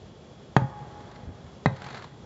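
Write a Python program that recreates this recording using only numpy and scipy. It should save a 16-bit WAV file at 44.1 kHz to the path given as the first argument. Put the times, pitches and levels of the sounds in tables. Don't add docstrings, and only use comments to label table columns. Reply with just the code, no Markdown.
import sys
import numpy as np
from scipy import signal
from scipy.io import wavfile
from scipy.ndimage import uniform_filter1d

SR = 44100
rng = np.random.default_rng(int(sys.argv[2]) if len(sys.argv) > 2 else 0)


def waveform_to_disk(signal):
    frames = np.transpose(np.atleast_2d(signal))
    scaled = np.clip(frames, -1, 1) * 32767
    samples = np.round(scaled).astype(np.int16)
    wavfile.write(sys.argv[1], SR, samples)


N = 99357
t = np.arange(N) / SR


def amp(db):
    return 10 ** (np.asarray(db) / 20)

def unit(x):
    return x / np.sqrt(np.mean(x ** 2) + 1e-20)

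def interpolate(points, hz):
    f, value = np.transpose(points)
    return np.interp(np.log(hz + 1), np.log(f + 1), value)

def decay(age, t60):
    return np.exp(-np.log(1000) * age / t60)

def add(mix, start_s, sound):
    part = mix[max(round(start_s * SR), 0):][:len(sound)]
    part += sound[:len(part)]

def colour(x, spectrum):
    hz = abs(np.fft.fftfreq(4096, 1 / SR))
    log_gain = np.log(amp(interpolate(spectrum, hz)))
    taps = np.fft.ifft(np.exp(np.conj(signal.hilbert(log_gain)))).real
    return signal.fftconvolve(x, taps[:len(taps) // 2])[:len(x)]

def lowpass(x, hz):
    return signal.sosfilt(signal.butter(2, hz, fs=SR, output="sos"), x)

def drift(samples):
    return unit(uniform_filter1d(uniform_filter1d(rng.standard_normal(N), samples), samples))

def burst(t60):
    noise = rng.standard_normal(N) * decay(t, t60)
    return noise / np.linalg.norm(noise)


# frequency in Hz, relative spectral density in dB.
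TOWN_SPECTRUM = [(15, -26), (25, -55), (59, -7.5), (133, -4), (231, -8.5), (280, -14.5), (411, -12),
                 (574, -15.5), (679, -18), (1120, -24.5), (1680, -31), (2650, -33.5), (3290, -30),
                 (4080, -34), (7600, -39.5), (9880, -76), (16700, -120)]

def town(level_db=-47.5, waver_db=1, whine_hz=3358, waver_hz=3, whine_db=-71):
    wash = unit(colour(rng.standard_normal(N), TOWN_SPECTRUM))
    wash *= amp(level_db + waver_db * drift(2000))
    whine = np.sin(2 * np.pi * np.cumsum(whine_hz + waver_hz * drift(1500)) / SR)
    return wash + amp(whine_db) * unit(whine)


# frequency in Hz, relative level in dB.
FRICTION_SPECTRUM = [(200, -3.5), (700, 1.5), (1000, 1.5), (1600, 1), (2100, -3), (2700, -10), (4300, -7.5),
                     (5500, -18.5), (7500, -18.5)]

def friction(grain_db=1.5):
    grains = rng.standard_normal(N) * amp(grain_db * drift(40))
    return unit(colour(grains, FRICTION_SPECTRUM))


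# start in seconds, level in dB, length in seconds.
CATCHES = [(1.005, -52.5, 0.0085), (1.112, -48, .012), (1.149, -52, .01), (1.157, -47, .012),
           (1.464, -51, .01), (1.76, -45, 0.017), (1.8188, -34.5, 0.0053), (1.842, -36, .008),
           (1.863, -37, 0.01), (1.886, -40.5, 0.006), (1.901, -41, 0.014), (1.906, -58, 0.0036),
           (1.925, -43, 0.0098), (1.945, -33.5, 0.0045), (1.95, -42, 0.014), (1.968, -40, 0.018),
           (1.993, -43.5, .007), (2.0214, -40.5, 0.0089), (2.0411, -40, 0.0088)]
# centre and half length in seconds, gain in dB, treble cutoff in Hz.
CLOTH_SWISHES = [(1.032, 0.38, -42.5, 500), (1.092, 0.32, -59, 6040), (1.368, 0.45, -61, 1760),
                 (1.917, 0.15, -46, 6800)]

def scuffs():
    power = np.zeros(N)
    for start, db, length in CATCHES:
        age = np.maximum(t - start, 0) / (length / np.pi)
        power += (amp(db) * age * np.exp(1 - age)) ** 2
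    out = np.sqrt(power) * friction()
    for centre, half, db, cutoff_hz in CLOTH_SWISHES:
        swell = np.exp(-((t - centre) / half) ** 2)
        out += amp(db) * swell * lowpass(friction(), cutoff_hz)
    return out


# start in seconds, level in dB, pitch in Hz.
HAND_PATS = [(1.23, -35, 108), (1.271, -30.5, 82.6), (1.288, -29.5, 102), (1.438, -38.5, 81.5),
             (2.112, -42.5, 128)]

def pats(rise_s=.0029, t60=.12):
    age, out = t[:SR // 2], np.zeros(N)
    for start, db, hz in HAND_PATS:
        noise = unit(lowpass(rng.standard_normal(len(age)), 2 * hz))
        thud = np.sin(2 * np.pi * hz * age) + .5 * noise
        envelope = np.minimum(age / rise_s, 1) * decay(age, t60)
        add(out, start, amp(db) * envelope * thud)
    return out


# delay in seconds, gain in dB, relative smear in dB, treble cutoff in Hz.
WALLS = [(.0525, -12, -12, 190), (.0758, -18, -12, 160), (.25, -29, -9, 180), (.306, -28, -6, 180)]

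def wall_echoes(hit, echo_db, smear_t60=.02):
    out = np.zeros(N)
    for delay, db, smear_db, cutoff_hz in WALLS:
        response = (t == 0) + amp(smear_db) * burst(smear_t60)
        echo = lowpass(signal.fftconvolve(hit, response)[:N], cutoff_hz)
        add(out, delay, amp(db + echo_db) * echo)
    return out


# frequency in Hz, relative level in dB, reverberation time in seconds.
YARD_BANDS = [(80, 3.5, 1.3), (200, -18, 0.77), (500, 0, 0.59), (910, -3.5, 1.8), (2000, -6.5, 1.9),
              (4000, -2.5, .6), (8000, -2, 0.22)]

def reverberation(hit, tail_db=-22, near_db=-11.5, near_t60=.18):
    hz, age, spectrum = signal.stft(rng.standard_normal(N), SR, nperseg=512)
    bands = np.array(YARD_BANDS)
    gain = amp(interpolate(bands[:, :2], hz))[:, None]
    t60 = interpolate(bands[:, ::2], hz)[:, None]
    tail = signal.istft(spectrum * gain * decay(age, t60), SR, nperseg=512)[1][:N]
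    response = amp(tail_db) * tail / np.linalg.norm(tail) + amp(near_db) * burst(near_t60)
    return signal.fftconvolve(hit, response)[:N]


def thump(hz, glide=.58, glide_s=.0054, t60=.078):
    cycles = np.cumsum(hz * (1 + glide * np.exp(-t / glide_s))) / SR
    return decay(t, t60) * np.sin(2 * np.pi * cycles)

def wobble(hz=137, rise_s=.012, t60=.26):
    return (1 - np.exp(-t / rise_s)) * decay(t, t60) * np.sin(2 * np.pi * hz * t)

def snap(hz, half_width_hz=250, t60=.024, gain_db=-15):
    band = lowpass(burst(t60), half_width_hz) * np.sin(2 * np.pi * hz * t)
    return amp(gain_db) * band / np.linalg.norm(band)


# frequency in Hz, relative level in dB.
CRACK_SPECTRUM = [(100, -36), (320, 9.5), (560, -7), (900, 0), (2000, 1.5), (2600, -14), (3800, -10),
                  (5400, -25.5), (8000, -29.5)]

def crack(t60=.017, gain_db=9):
    return amp(gain_db) * colour(burst(t60), CRACK_SPECTRUM)


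# frequency in Hz, relative level in dB.
SLAP_SPECTRUM = [(40, -35.5), (90, -17), (220, 6), (320, -13.5), (430, 3.5), (850, 4.5), (1300, -1.5),
                 (2000, -4), (2700, -35), (4000, -37.5), (7500, -63.5)]
# frequency in Hz, relative level in dB, 60 dB decay time in seconds.
CASING_MODES = [(437, -13.5, 0.036), (772, -29, 0.051), (1170, -39.5, 0.02), (1587, -32.5, 0.12),
                (1800, -22.5, 0.025), (2090, -31, 0.027), (2510, -33, 0.046)]

def slap(pulse_db=19):
    pulse = amp(pulse_db) * colour(1. * (t == 0), SLAP_SPECTRUM)
    knock = sum(amp(db) * decay(t, t60) * np.sin(2 * np.pi * hz * t) for hz, db, t60 in CASING_MODES)
    return -(pulse + knock)


# settled frequency in Hz, relative level in dB, 60 dB decay time in seconds,
# seconds after impact at which the mode's lobe faces the microphone.
CAVITY_MODES = [(533.3, -33, 0.51, 0.085), (833, -38.5, 1.8, 0.036), (1120, -48, 1.9, .005),
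                (1449, -50, 0.48, 0.048), (1690, -64.5, 0.17, .05), (2000, -55.5, 0.34, 0.072),
                (2327, -53, 0.26, 0.064)]

def ping(stretch=.0756, round_s=.0394, rounding_s=.004, early_db=5, early_t60=.049):
    spin_hz, spin_depth = 5.2, .55
    squash = .5 * (1 - np.tanh((t - round_s) / rounding_s))
    clock = np.cumsum(1 + stretch * squash) / SR
    ring = np.zeros(N)
    for hz, db, t60, facing in CAVITY_MODES:
        lobe = 1 + spin_depth * np.cos(2 * np.pi * spin_hz * (t - facing))
        ring -= amp(db) * lobe * decay(t, t60) * np.sin(2 * np.pi * hz * clock)
    return (1 + amp(early_db) * decay(t, early_t60)) * ring


# start in seconds, slap and crack gains in dB, snap pitch in Hz and gain in dB,
# thump pitch in Hz and gain in dB, then lift-off, ping, wobble and wall echo gains in dB.
DRIBBLE = [(0.5655, 0, 3, 6400, -6, 112.8, -9, -36.5, -1, -15.5, 4),
           (1.6591, -3, 3, 3786, 4.5, 137.7, -11.5, -16, -6.5, -25.5, 0)]

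def basketball(crack_delay_s=.0008, contact_s=.012, lift_hz=106):
    out = np.zeros(N)
    for (start, slap_db, crack_db, snap_hz, snap_db, thump_hz, thump_db,
         lift_db, ping_db, wobble_db, echo_db) in DRIBBLE:
        hit = amp(slap_db) * slap() + amp(snap_db) * snap(snap_hz)
        hit += amp(thump_db) * thump(thump_hz)
        add(hit, crack_delay_s, amp(crack_db) * crack())
        add(hit, contact_s, amp(lift_db) * thump(lift_hz))
        hit += amp(wobble_db) * wobble() + amp(ping_db) * ping()
        add(out, start, hit + wall_echoes(hit, echo_db) + reverberation(hit))
    return out


def scene():
    return (basketball() + pats() + scuffs() + town())[None]

def record(dry, low_hz=48, high_hz=7650):
    thin = signal.sosfilt(signal.butter(2, low_hz, "high", fs=SR, output="sos"), dry)
    taps = signal.firwin(601, high_hz, window=("kaiser", 8), fs=SR)
    return signal.oaconvolve(thin, taps[None], "same")


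dry = scene()
out = record(dry)
waveform_to_disk(out)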